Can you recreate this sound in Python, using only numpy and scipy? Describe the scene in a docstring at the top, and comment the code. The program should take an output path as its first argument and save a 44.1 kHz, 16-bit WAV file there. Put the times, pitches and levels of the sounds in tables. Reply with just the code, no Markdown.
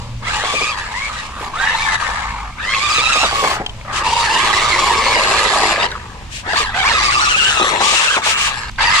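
"""A toy remote-control car whines and rattles in short bursts as it darts about on outdoor concrete, close by.
Its two small motors, one a side, are driven in stages and coast in between; they are heard as the tooth strikes
of plastic gears. The gears rattle the shell, made from tiny random impacts. Hollow knobbly tyres drum,
bump and skid on the grit, made from filtered impacts, short ringing blows and fizzing noise.
Behind them lie a faint wash of air, a low rumble and swells of hum, all made from filtered noise."""
import sys
import numpy as np
from scipy import signal
from scipy.fft import rfft, irfft
from scipy.io import wavfile
from scipy.ndimage import uniform_filter1d, minimum_filter1d, map_coordinates

SR = 44100
rng = np.random.default_rng(int(sys.argv[2]) if len(sys.argv) > 2 else 0)


def master(y):
    """Save y as 16-bit WAV."""
    cut = np.clip(np.atleast_2d(y).T, -1, 1)
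    pcm = np.round(cut * 32767)  # scale
    wavfile.write(sys.argv[1], SR, pcm.astype(np.int16))


N = 396900
T = np.arange(N) / SR


def throttle():
    """Each stage draws the motors toward a new speed and loads the gears; then friction slows and quietens them."""
    # The stages of the driving. Each row: start in seconds, time held in seconds, tooth rate aimed at in Hz,
    # the same for the other side in Hz, slowing afterwards in Hz per second, attack in seconds,
    # gear level in dB, rattle level in dB, tyre drumming level in dB, roughness from 0 to 1,
    # lift of the octave overtone in dB, lift of the higher overtones in dB,
    # grit under the rolling tyres against the rattle in dB.
    stages = [ (-.1, 0.066, 590, 697, 2200, 0.021, -33.5, -35.5, -42, 0.23, -6, 1, -3),
              (.205, 0.17, 1138, 963, 1980, 0.032, -22, -28.5, -40, 0.34, -2.5, 4.5, 1),
              (.4, .14, 1300, 1220, 5000, 0.035, -23.5, -26.5, -40, 0.4, 2, 2, -4),
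              (.55, .15, 1290, 1239, 5504, .025, -23, -27, -41, 0.28, 9.5, 2, -3),
              (.76, 0.032, 1004, 1093, 2000, 0.014, -24.5, -32.5, -46, 0.55, -4, -2, -5.5),
              (.91, 0.16, 1240, 1124, 3010, 0.027, -25, -36, -47, .28, 4.5, -3, 2.5),
              (1.121, 0.08, 950, 1267, 2492, 0.03, -28.5, -35.5, -45, 0.59, 3, 4, 2.5),
              (1.33, .14, 596, 897, 3517, 0.097, -26.5, -35, -36, 0.65, -8, 7, -11),
              (1.52, 0.19, 956, 996, 199.7, 0.061, -17, -27.5, -45, 0.39, 8.5, 6.5, -1),
              (1.75, 0.089, 901, 1287, 200, 0.019, -21.5, -27, -45, .33, 1, -7, -4.5),
              (1.85, .11, 869, 904, 950, .021, -18, -29, -45, 0.42, 7.5, -8, -1),
              (2.56, 0.21, 1249, 1157, 2008, 0.088, -20, -20.5, -38, 0.33, 7, 5, -5),
              (2.8, .45, 1372, 1326, 3992, 0.11, -19, -21.5, -41, 0.31, 4.5, 5, -1.5),
              (3.32, .19, 1096, 1057, 5995, 0.028, -19.5, -29.5, -32.5, .28, -7, -4, -1),
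              (3.835, 0.19, 1020, 1209, 2000, 0.058, -21.5, -34, -37, .5, -15, -9, -9),
              (4.035, 0.22, 931.3, 903, 2015, 0.012, -18, -24.5, -35.5, 0.23, -7.5, -6, -0.5),
              (4.285, 0.44, 1147, 1089, 1999, .021, -18, -24, -32, 0.42, 3, 1, -1.5),
              (4.7, 0.32, 1143, 1067, 2013, 0.035, -18, -25, -30, 0.47, 1.5, -1.5, -1.5),
              (5.02, 0.72, 1055, 1110, 3497, 0.036, -18.5, -22.5, -27, 0.61, 4, 1.5, -3),
              (5.78, 0.078, 950, 1064, 7990, .017, -20, -24.5, -29, 0.49, -5, 7, -5),
              (5.91, 0.053, 602, 738, 994, .021, -34, -47, -44, 0.88, -1, 0, -3),
              (6.42, .13, 1403, 1000, 4018, 0.04, -19.5, -22.5, -40, .24, -1, -2, -6),
              (6.555, .05, 1330, 1201, 4495, 0.009, -16.5, -22, -39, 0.29, 2.5, 5, -10),
              (6.735, .09, 963, 858, 2000, 0.019, -19, -26, -40, .24, -5, 4, -3),
              (6.83, 0.049, 1698, 1001, 2000, .02, -14, -24, -40, .24, 0, 2, -1),
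              (6.88, 0.19, 1344, 1146, 2005, .02, -17.5, -22, -37.5, 0.34, 2.5, 2, -4),
              (7.06, .22, 1564, 1423, 1995, .02, -17, -24, -39, .2, -1, 3, 0),
              (7.28, 0.21, 1544, 1478, 3510, 0.018, -18.5, -18, -38.5, 0.23, 5.5, -2.5, -5),
              (7.56, 0.066, 1187, 1210, 2402, .015, -15.5, -18.5, -26, 0.19, -3.5, -4, -10),
              (7.79, 0.13, 1401, 1305, 2009, .017, -18.5, -24, -32, 0.2, -1.5, -1, 0),
              (7.93, .24, 1686, 1549, 8910, .017, -18.5, -25.5, -37, 0.25, 5, 2, 1),
              (8.236, .24, 1465, 1114, 2390, 0.01, -22.5, -26.5, -43, 0.55, 8.5, 5.5, -11),
              (8.78, 0.18, 1126, 999, 2003, .015, -15.5, -23.5, -42, 0.42, 1.5, 6.5, -2),
              (8.93, 0.18, 1174, 1190, 1986, .019, -9, -13.5, -41, .36, -2, 0, -0.5)]
    approach_s, crawl_hz = .085, 119.7  # time to near the speed aimed at; slowest tooth rate
    slowing_share = np.c_[[1, .65]]  # the other side rolls on more freely
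    # one value each for gears, rattle and tyres
    lag = np.c_[[0.74, 1.04, 1]]  # factor on the attack
    halving_db = np.c_[[9.5, 15, 4]]  # fall per halving of speed
    unload_db = np.c_[[2, 2.5, 2.5]]  # fall when the power is cut
    unload_s, coast_rough = .02, .31  # unloaded teeth go slack and chatter more
    start_rough, start_below_hz = .35, 1000  # a slow motor judders until it passes this tooth rate

    speeds, levels = np.full((2, N), 500.), np.full((3, N), -45.)
    rough, lifts_db, grit_db = np.zeros(N), np.zeros((2, N)), np.zeros(N)
    ends = [row[0] for row in stages[1:]] + [T[-1] + 1]
    for row, end in zip(stages, ends):
        s, held, top_hz, other_hz, slowing, attack = row[:6]
        gear_db, rattle_db, tyre_db, chatter, octave_db, upper_db, rolling_db = row[6:]
        now = np.flatnonzero((T >= s) & (T < end))
        before = [max(now[0] - 1, 0)]
        t = T[now] - s
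        driven_s, coasted_s = np.minimum(t, held), np.maximum(t - held, 0)

        aim = np.c_[[top_hz, other_hz]]
        driven = aim + (speeds[:, before] - aim) * np.exp(-driven_s / approach_s)
        speeds[:, now] = np.maximum(driven - slowing * slowing_share * coasted_s, crawl_hz)

        slack = 1 - np.exp(-coasted_s / unload_s)
        full = np.c_[[gear_db, rattle_db, tyre_db]]
        loaded = full + (levels[:, before] - full) * np.exp(-driven_s / (attack * lag))
        slowed_octaves = np.log2(speeds[0, now] / driven[0])
        levels[:, now] = loaded + halving_db * slowed_octaves - unload_db * slack

        judder = start_rough * np.clip(1 - driven[0] / start_below_hz, 0, 1)
        rough[now] = chatter + judder + coast_rough * slack
        grit_db[now] = rolling_db
        lifts_db[:, now] = np.c_[[octave_db, upper_db]]
    rough, lifts_db, grit_db = (uniform_filter1d(x, size=1500) for x in (rough, lifts_db, grit_db))
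    return speeds, levels, np.clip(rough, 0, 1), lifts_db, grit_db


def gripping(late_s=0):
    """A skipping tyre grips and drags its motor down: sag in Hz, and the load from 0 to 1 on its teeth."""
    # The grips. Each row: slowest moment in seconds, length of the drag in seconds,
    # sag of the tooth rate in Hz before a slight smoothing.
    grips = [(.31, 0.044, 70.1), (.40, 0.027, 70.6), (.52, 0.044, 100.7), (0.606, .03, 90.8),
             (0.651, 0.018, 111.2), (2.775, 0.051, 90), (2.882, 0.039, 150), (2.932, .027, 180.4),
             (3.0, 0.044, 181.5), (3.062, .022, 130.4), (3.17, 0.074, 149.6), (3.265, .044, 140),
             (4.29, .03, 90), (4.38, 0.048, 130), (4.541, .043, 149.5), (4.595, 0.028, 199.7),
             (4.76, 0.052, 189.7), (4.91, 0.035, 171), (5.2, 0.084, 170), (6.548, .028, 480),
             (6.825, .032, 130), (6.915, .03, 380), (7.008, .042, 320), (7.1, .062, 320), (7.195, .07, 350),
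             (7.28, .058, 300), (7.35, .038, 270), (7.425, .035, 150), (7.915, .042, 90),
             (7.995, .028, 210), (8.091, .034, 330), (8.175, .038, 580), (8.895, 0.028, 108.8),
             (8.965, .026, 150.6)]
    regain_s = .024  # the motor races back up once the tyre lets go
    sag, load, t = np.zeros(N), np.zeros(N), np.arange(8000) / SR
    for s, drag, hz in grips:
        start = s + late_s - drag
        add(sag, start, hz * np.interp(t, [0, drag, drag + regain_s], [0, 1, 0]))
        add(load, start, np.sin(np.pi * np.minimum(t / drag, 1)))
    return uniform_filter1d(sag, size=300), load


def gearbox(mesh_hz, rough, lifts_db, count=10):
    """Teeth strike in turn; an off-centre pinion throbs once a turn, and slack teeth clatter."""
    # The overtones of the tooth strikes. Each row: multiple of the tooth rate, level in dB before the lifts.
    overtones = [(1, 1.5), (2, 6), (3, 2.5), (4, 3), (5, 1.5), (6, 0)]
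    unsteady = 1 + (.004 + .02 * rough) * wander(70)
    teeth = np.cumsum(mesh_hz * unsteady) / SR + .024 * wander(250)  # counts the teeth that have passed
    pinion = np.cos(2 * np.pi * teeth / count)
    teeth = teeth + .035 * pinion
    octave_db, upper_db = lifts_db
    whine = np.zeros(N)
    for k, db in overtones:
        # each overtone reaches the air with its own delay, and flares and fades as the load shifts
        level_db = db + (k == 2) * octave_db + (k > 2) * upper_db + 3.9 * wander(36)
        whine += amp(level_db) * np.cos(2 * np.pi * (k * teeth + rng.random()))
    contact = 0.87 + np.exp(-(teeth % 1) / 0.21)  # impacts are strongest just after a tooth meets
    clatter = unit(grains(5000, 1.3) * contact * amp(1.0 * wander(65)))
    return (1 + .4 * pinion) * ((1 - rough) * unit(whine) + rough * amp(5.5) * clatter)


def motors(speeds, rough, lifts_db, lowest_hz=720):
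    """The two sides run at slightly different speeds; both sound through the same ringing shell."""
    # How loud the other side is, more while the car labours. Each row: tooth rate in Hz, level in dB.
    other_side = [(850, -2.5), (1250, -8)]
    # The colour of the shell. Each row: frequency in Hz, gain in dB.
    shell_colour = [(290, -21), (500, -5), (602, -8), (920, 5.5), (1050, 4.5), (1240, 4), (1410, -4),
                    (1770, -3), (2600, -7), (3000, -9.5), (3900, -6), (4730, -8.5), (6570, -22),
                    (7570, -25.5), (10500, -27), (15000, -67)]
    # The resonances of the shell. Each row: frequency in Hz, width in Hz, lift in dB.
    shell_modes = [(950, 160, -3), (1204, 280, 2), (1657, 310, 4.5), (2750, 450, 3), (4830, 3400, -2.5),
                   (7410, 920, 11.5)]
    # Level of the shell's bright resonance as the car turns. Each row: time in seconds, lift in dB.
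    bright_lift = [(0, 4), (1.8, -4), (2.6, 0), (3.1, 1.5), (3.6, 8), (4.5, -1), (5.3, 1), (6.8, 4),
                   (7.1, 4.5), (8.2, -29), (8.8, 14), (8.95, 3.5)]
    near = gearbox(speeds[0], rough, lifts_db)
    far = amp(read(other_side, speeds[0])) * gearbox(speeds[1], rough, lifts_db)
    both = pair(ring(near + far, .016, -7), ring(near - far, .008, 18) * amp(-18))
    both = turning(both, depth_db=2.4, patch_hz=700, patch_s=.06)
    hz = np.fft.rfftfreq(N, 1 / SR)
    lift_db = sum(db / (1 + (2 * (hz - f) / width) ** 2) for f, width, db in shell_modes)
    radiated = 1 - 0.5 / (1 + (hz / lowest_hz) ** 12)  # the small shell sends out less bass
    heard = irfft(rfft(both) * amp(read(shell_colour, hz) + lift_db) * radiated, N)
    return heard + (amp(curve(bright_lift)) - 1) * band(heard, centre_hz=4830, width_hz=1200)


def turning(x, depth_db, patch_hz, patch_s):
    """The shell radiates unevenly as the car turns and shakes: bands swell and fade at random."""
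    hz, t, z = signal.stft(x, SR, nperseg=512, noverlap=384)
    across = np.fft.fftfreq(len(hz), hz[1])[:, None] * patch_hz
    along = np.fft.fftfreq(len(t), t[1]) * patch_s
    noise = np.fft.fft2(rng.standard_normal((3, len(hz), len(t))))
    lobes = unit(np.fft.ifft2(noise * np.exp(-across ** 2 - along ** 2)).real)
    gain = amp(depth_db * (lobes[0] + .45 * lobes[1:]))  # one shared pattern, and one for each microphone
    return signal.istft(z * gain, SR, nperseg=512, noverlap=384)[1][:, :N]


def running(speeds, rough, lifts_db, grit_db, gear_gain, rattle_gain, split_hz=2850):
    """Gear whine below; above it, tooth rattle and grit that scrapes loudly when the tyres slide."""
    # Rubber slides on grit. Each row: start in seconds, length in seconds,
    # scrape level in dB before the treble gain, level in dB of the fizz of fine sand.
    skids = [(0.454, 0.22, -28.5, -61), (1.39, 0.091, -40.5, -51.5), (3.333, 0.23, -27.5, -42.5),
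             (3.94, 0.062, -22.5, -62), (6.319, 0.092, -30.5, -51), (6.565, 0.063, -22.5, -44),
             (7.447, 0.13, -29, -68), (7.826, 0.21, -16.5, -58), (8.038, 0.16, -27, -65),
             (8.246, 0.085, -17, -42), (8.379, 0.12, -20.5, -47)]
    # The colour of the scraped grit. Each row: frequency in Hz, gain in dB.
    grit_colour = [(880, -56), (1500, -7), (1730, -4), (2180, -3), (2620, 1), (4200, -5.5), (7420, -9.5),
                   (9350, -14.5), (11200, -31.5), (15000, -40)]
    # The colour of the fizzing sand. Each row: frequency in Hz, gain in dB.
    fizz_colour = [(5000, -40), (9000, 0), (11000, 4), (13000, -3), (15000, -12)]
    gears = motors(speeds, rough, lifts_db)
    body = shape(gears, lambda hz: 1 / (1 + (hz / split_hz) ** 8))
    rattle = steadied(gears - body, 2400, 10000)
    scrape = colour(pair(grains(9000, 0.99), grains(9000, 1.0)), grit_colour) * amp(1.6 * wander(40))
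    scrape = steadied(scrape, 2400, 10000)
    sand = unit(colour(pair(grains(12000, 1.1), grains(12000, 1.1)), fizz_colour))
    skid, fizz = np.zeros(N), np.zeros(N)
    for s, length, scrape_db, fizz_db in skids:
        sliding = window(s, length, edge=0.049)
        skid += amp(scrape_db) * sliding
        fizz += amp(fizz_db) * sliding
    grit_gain = np.hypot(skid, amp(grit_db) * rattle_gain)  # sliding and rolling together
    treble = rattle_gain * rattle + grit_gain * scrape
    return amp(2.0) * steadied(body, 750, 2850) * gear_gain + amp(1.5) * treble + fizz * sand


def tyres(gain):
    """Tread knobs drum on the concrete and boom in the hollow wheels."""
    # The colour of the drumming tyres. Each row: frequency in Hz, gain in dB.
    tyre_colour = [(100, -18), (205, -7), (270, -2), (315, 4), (380, 1), (480, 3.5), (680, 3.5),
                   (1000, 6.5), (2000, -31), (8000, -70)]
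    knobs = [ring(grains(350, 2.1), 0.029, 8.9) for _ in range(2)]
    drum = steadied(colour(pair(*knobs), tyre_colour), 250, 650)
    return amp(1.5) * drum * gain


def hits(rows, rise, width, tone):
    """Each blow rings one short mode, wrapped in a burst of rattle around its pitch."""
    out, t = np.zeros(N), np.arange(6000) / SR
    for s, db, hz, t60 in rows:
        def around_pitch(f):
            return 1 / (1 + (np.log((f + 1) / hz) / width) ** 2) / (1 + (f / (3 * hz)) ** 4)
        rattle = unit(shape(rng.standard_normal(len(t)), around_pitch))
        mode = tone * np.sin(2 * np.pi * hz * t)
        blow = (rattle + mode) * amp(-60 * t / t60) * (1 - np.exp(-t / rise))
        add(out, s, amp(db) * blow / abs(blow).max())
    return out


def bumps(t60=0.13):
    """A tyre lands or the chassis jolts: dull blows with a soft start."""
    # The bumps. Each row: start in seconds, peak in dB before the common gain, pitch in Hz.
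    bump_rows = [(0.435, -8, 730), (0.537, -11, 518), (0.608, -12.5, 464), (1.407, -24, 397),
                 (2.98, -15, 480), (3.154, -9.5, 657), (3.231, -2.5, 673), (3.323, -8, 808),
                 (3.437, -2.5, 750), (3.42, -11.5, 480), (3.522, -14, 558.5), (3.6, -12, 419),
                 (5.168, -8, 657), (5.778, -12, 665.7), (6.462, -17, 446.6), (6.6, -16, 439),
                 (6.532, -8, 665), (6.938, -15, 500), (7.61, -11, 363.2), (7.695, -18, 872),
                 (7.725, -10.5, 419.4), (7.803, -3, 800), (7.923, -12, 572), (8.164, 2.5, 892),
                 (8.263, -5, 874)]
    return amp(-3.0) * hits([(*row, t60) for row in bump_rows], rise=.0018, width=0.74, tone=0.7)


def snaps():
    """Plastic snaps, gear slack and flicked grit: blows with a sharp start and a clear pitch."""
    # The snaps. Each row: start in seconds, peak in dB before the common gain, pitch in Hz,
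    # time to die away by 60 dB in seconds.
    snap_rows = [(1.9989, -17, 1617, 0.091), (2.737, -4, 2173, 0.019), (2.745, -10, 2607, 0.059),
                 (3.5995, -14.5, 799, 0.028), (3.6625, -11.5, 3150, 0.03), (3.694, -21, 3100, 0.029),
                 (3.8121, -24.5, 2220, 0.018), (3.849, -28.5, 1300, 0.052), (4.645, -13, 1204, 0.029),
                 (5.7605, -9.5, 1740, 0.054), (5.828, -8, 2690, 0.024), (5.916, -15, 3770, 0.017),
                 (5.918, -22, 1494, 0.078), (5.953, -15.5, 1144, .05), (6.467, -25, 1190, 0.04),
                 (6.7463, -14.5, 1543, 0.042), (8.714, -33, 6030, .015), (8.7595, -30, 3500, 0.018),
                 (8.785, -11.5, 1582, 0.15), (8.811, -15, 2685, 0.055), (8.842, -9, 2985, 0.031)]
    return amp(2.0) * hits(snap_rows, rise=.0001, width=.3, tone=1.8)


def placed(car):
    """The car's bearing delays and shades one microphone against the other."""
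    # Where the car is. Each row: time in seconds, lead of the left microphone in milliseconds,
    # left over right in dB.
    bearing = [(0, -0.12, 0), (1.2, -0.071, 0), (1.8, -0.037, -1), (2.2, -0.12, 3.5), (2.7, .02, -1),
               (3.3, -0.16, -2.5), (3.7, -0.13, 3.5), (4.2, -0.00096, -1), (5.7, 0.0045, -1.1),
               (6.3, .25, 4), (6.7, 0.066, -.8), (7.2, .22, 0), (7.7, 0.19, 3.7), (8.2, 0.17, 2),
               (8.9, -0.052, -0.5)]
    lead_s, tilt_db = curve(bearing, axis=1) / 1000, curve(bearing, axis=2)
    heard = []
    for x, side in zip(car, (1, -1)):
        moved = map_coordinates(x, [(T + side * lead_s / 2) * SR], order=2, mode="nearest")
        heard.append(moved * amp(side * tilt_db / 2))
    return np.array(heard)


def outdoors():
    """A faint wash of the surroundings over a slowly swelling low rumble, both from filtered noise."""
    # The colour of the wash. 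Each row: frequency in Hz, gain in dB.
    air_colour = [(60, -31), (180, 7), (400, -8.5), (650, -14), (950, -0.5), (1400, -7), (2700, -3),
                  (4200, -7.5), (7500, -14), (11000, -25), (15000, -41)]
    # The colour of the rumble. Each row: frequency in Hz, gain in dB.
    low_colour = [(8.8, -37), (15, 9.5), (32, -4), (48, 7), (86, -1.5), (119, 0), (151, -8), (230, -10),
                  (300, -22), (510, -120)]
    # The swelling of the rumble. Each row: time in seconds, level in dB before a common cut.
    rumble_level = [(0, -25.5), (.7, -33), (1.8, -29.5), (2.25, -31), (2.7, -31), (5, -27.5), (5.7, -31.5),
                    (6.5, -29.5), (7.2, -28), (8.2, -36.5), (8.7, -27.5), (9, -26.5)]
    wash = unit(colour(pair(*rng.standard_normal((2, N))), air_colour))
    rumble = unit(colour(pair(*rng.standard_normal((2, N))), low_colour))
    return amp(-40) * wash + amp(curve(rumble_level) - 3.5) * rumble


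def hum(width_hz=12):
    """A low hum swells in the surroundings: narrow bands of noise that fade in and out."""
    # The swells. Each row: start in seconds, length in seconds, pitch in Hz, level in dB.
    swells = [(0, 0.2, 75.3, -36), (0, 0.28, 115.8, -33), (2.063, 0.44, 47, -31),
              (3.67, 0.32, 114.1, -40.5), (5.945, 0.402, 82, -39.5), (8.518, 0.26, 114.5, -38)]
    out = np.zeros(N)
    for s, length, hz, db in swells:
        tone = unit(band(rng.standard_normal(N), hz, width_hz))
        out += amp(db) * window(s, length, edge=0.097) * tone
    return out


def amp(db):
    """Turns decibels into gain."""
    return np.exp(np.asarray(db) * (np.log(10) / 20))


def unit(x):
    """Scales to an rms (average strength) of 1."""
    return x / np.sqrt(np.mean(x ** 2) + 1e-20)


def curve(rows, axis=1):
    """Reads one column of a time table at every sample."""
    rows = np.array(rows, float)
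    return np.interp(T, rows[:, 0], rows[:, axis])


def read(points, hz):
    """Reads a frequency table on a log-frequency axis."""
    f, value = np.transpose(points)
    return np.interp(np.log(hz + 1), np.log(f + 1), value)


def shape(x, gain):
    """Filters by a gain that is a function of frequency."""
    return irfft(rfft(x) * gain(np.fft.rfftfreq(x.shape[-1], 1 / SR)), x.shape[-1])


def colour(x, points):
    """Filters by a frequency table."""
    return shape(x, lambda hz: amp(read(points, hz)))


def band(x, centre_hz, width_hz):
    """Passes one bell-shaped band."""
    return shape(x, lambda hz: np.exp(-(2 * (hz - centre_hz) / width_hz) ** 2))


def wander(hz, size=16):
    """Smooth random drift of rms 1, mostly slower than a rate; drawn once per `size` samples."""
    steps = rng.standard_normal(25000)
    slow = irfft(rfft(steps) / (1 + (np.fft.rfftfreq(len(steps), size / SR) / hz) ** 4))
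    return unit(np.interp(np.arange(N) / size, np.arange(len(slow)), slow))


def steadied(x, lo_hz, hi_hz):
    """Scales a stereo sound to a running rms of 1 in one band."""
    power = (shape(x, lambda f: (f > lo_hz) & (f < hi_hz)) ** 2).mean(0)
    smooth = uniform_filter1d(uniform_filter1d(power, size=1700), size=1100)
    return x / np.sqrt(abs(smooth) + 1e-12)


def pair(a, b):
    """Two microphones hear much the same bass but ever less alike treble."""
    # How alike left and right are. Each row: frequency in Hz, likeness from 0 to 1.
    likeness = [(100, 0.91), (600, 0.85), (1100, 0.83), (2200, 0.25), (5000, 0.072), (12000, 0.036)]
    same = lambda hz: np.clip(read(likeness, hz), 0, 1)
    mid = shape(a, lambda hz: np.sqrt(1 + same(hz)))
    side = shape(b, lambda hz: np.sqrt(1 - same(hz)))
    return np.array([mid + side, mid - side])


def ring(x, t60, tail_db, count=3):
    """A direct blow, then dense short ringing of plastic parts in slowly shifting shares."""
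    t = np.arange(4096) / SR
    tails = rng.standard_normal((count, len(t))) * amp(-60 * t / t60)
    tails /= np.linalg.norm(tails, axis=1, keepdims=True)
    shares = np.array([wander(3.64) for _ in range(count)])
    shares /= np.linalg.norm(shares, axis=0)
    return x + amp(tail_db) * signal.oaconvolve(x * shares, tails, axes=1)[:, :N].sum(0)


def grains(per_s, spread_db):
    """Random tiny impacts, a few of them larger."""
    at, out = np.flatnonzero(rng.random(N) < per_s / SR), np.zeros(N)
    size, sign = rng.standard_exponential(len(at)), np.sign(rng.random(len(at)) - .5)
    out[at] = sign * amp(spread_db * np.minimum(size, 4))
    return unit(out)


def add(mix, s, sound):
    """Mixes a sound in at a time."""
    part = mix[max(round(s * SR), 0):][:len(sound)]
    part += sound[:len(part)]


def window(s, length, edge):
    """Opens at a time and closes after a length, with soft edges."""
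    return np.clip(np.minimum(T - s, s + length - T) / edge + .5, 0, 1)


def limited(x, ceiling=0.86):
    """A fast limiter turns both channels down around the highest peaks."""
    gain = np.minimum(1, ceiling / (abs(x).max(0) + 1e-9))
    return x * uniform_filter1d(minimum_filter1d(gain, size=301), size=301)


def scene():
    """The car, its knocks and the open air."""
    # The driving sound drops briefly, as the gears run slack or stop.
    # Each row: start in seconds, length in seconds, change in dB.
    lulls = [(1.966, 0.034, -8.5), (2.408, 0.15, -1), (2.507, 0.068, -6), (3.271, 0.036, -1),
             (5.73, 0.056, -3), (5.868, 0.032, -7), (6.613, 0.13, -2), (8.185, 0.033, -11),
             (8.702, 0.075, -35)]
    speeds, levels, rough, lifts_db, grit_db = throttle()
    sag, load = gripping()
    other_sag, _ = gripping(late_s=.012)

    # the harder the tyres drum, the more the speed wobbles: a share of .035 at a drumming level of -30 dB
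    wobble = .035 * amp(levels[2] + 30) * np.array([wander(38), wander(30)])
    speeds = (speeds - np.array([sag, .9 * other_sag])) * (1 + wobble)
    rough = np.clip(rough * (1 - 0.25 * load), 0, 1)  # loaded teeth chatter less

    lull_db = sum(db * window(s, length, edge=.009) for s, length, db in lulls)
    # uneven ground shakes the level of gears, rattle and tyres, by these dB
    gear_gain, rattle_gain, tyre_gain = (amp(level + lull_db + flutter_db * wander(25.5))
                                         for level, flutter_db in zip(levels, (0.46, 1, 1.5)))
    gear_gain = gear_gain * amp(0.5 * load)  # loaded teeth sing louder
    drive = running(speeds, rough, lifts_db, grit_db, gear_gain, rattle_gain)
    return placed(drive + tyres(tyre_gain) + bumps() + snaps()) + outdoors() + hum()


def record(dry):
    """The two microphones differ in the treble; then come the limiter and a cut of the highest treble."""
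    tilt_db = [(2500, 0.0), (4500, 0.5), (7800, 8.5), (10500, -6.0), (14000, -1)]  # (Hz, left over right dB)
    edge_hz = 15200
    heard = np.array([shape(x, lambda hz: amp(side * read(tilt_db, hz) / 2)) for x, side in zip(dry, (1, -1))])
    lowpass = signal.firwin(511, edge_hz, window=("kaiser", 9), fs=SR)
    return signal.oaconvolve(limited(heard), lowpass[None], "same")


dry = scene()
out = record(dry)
master(out)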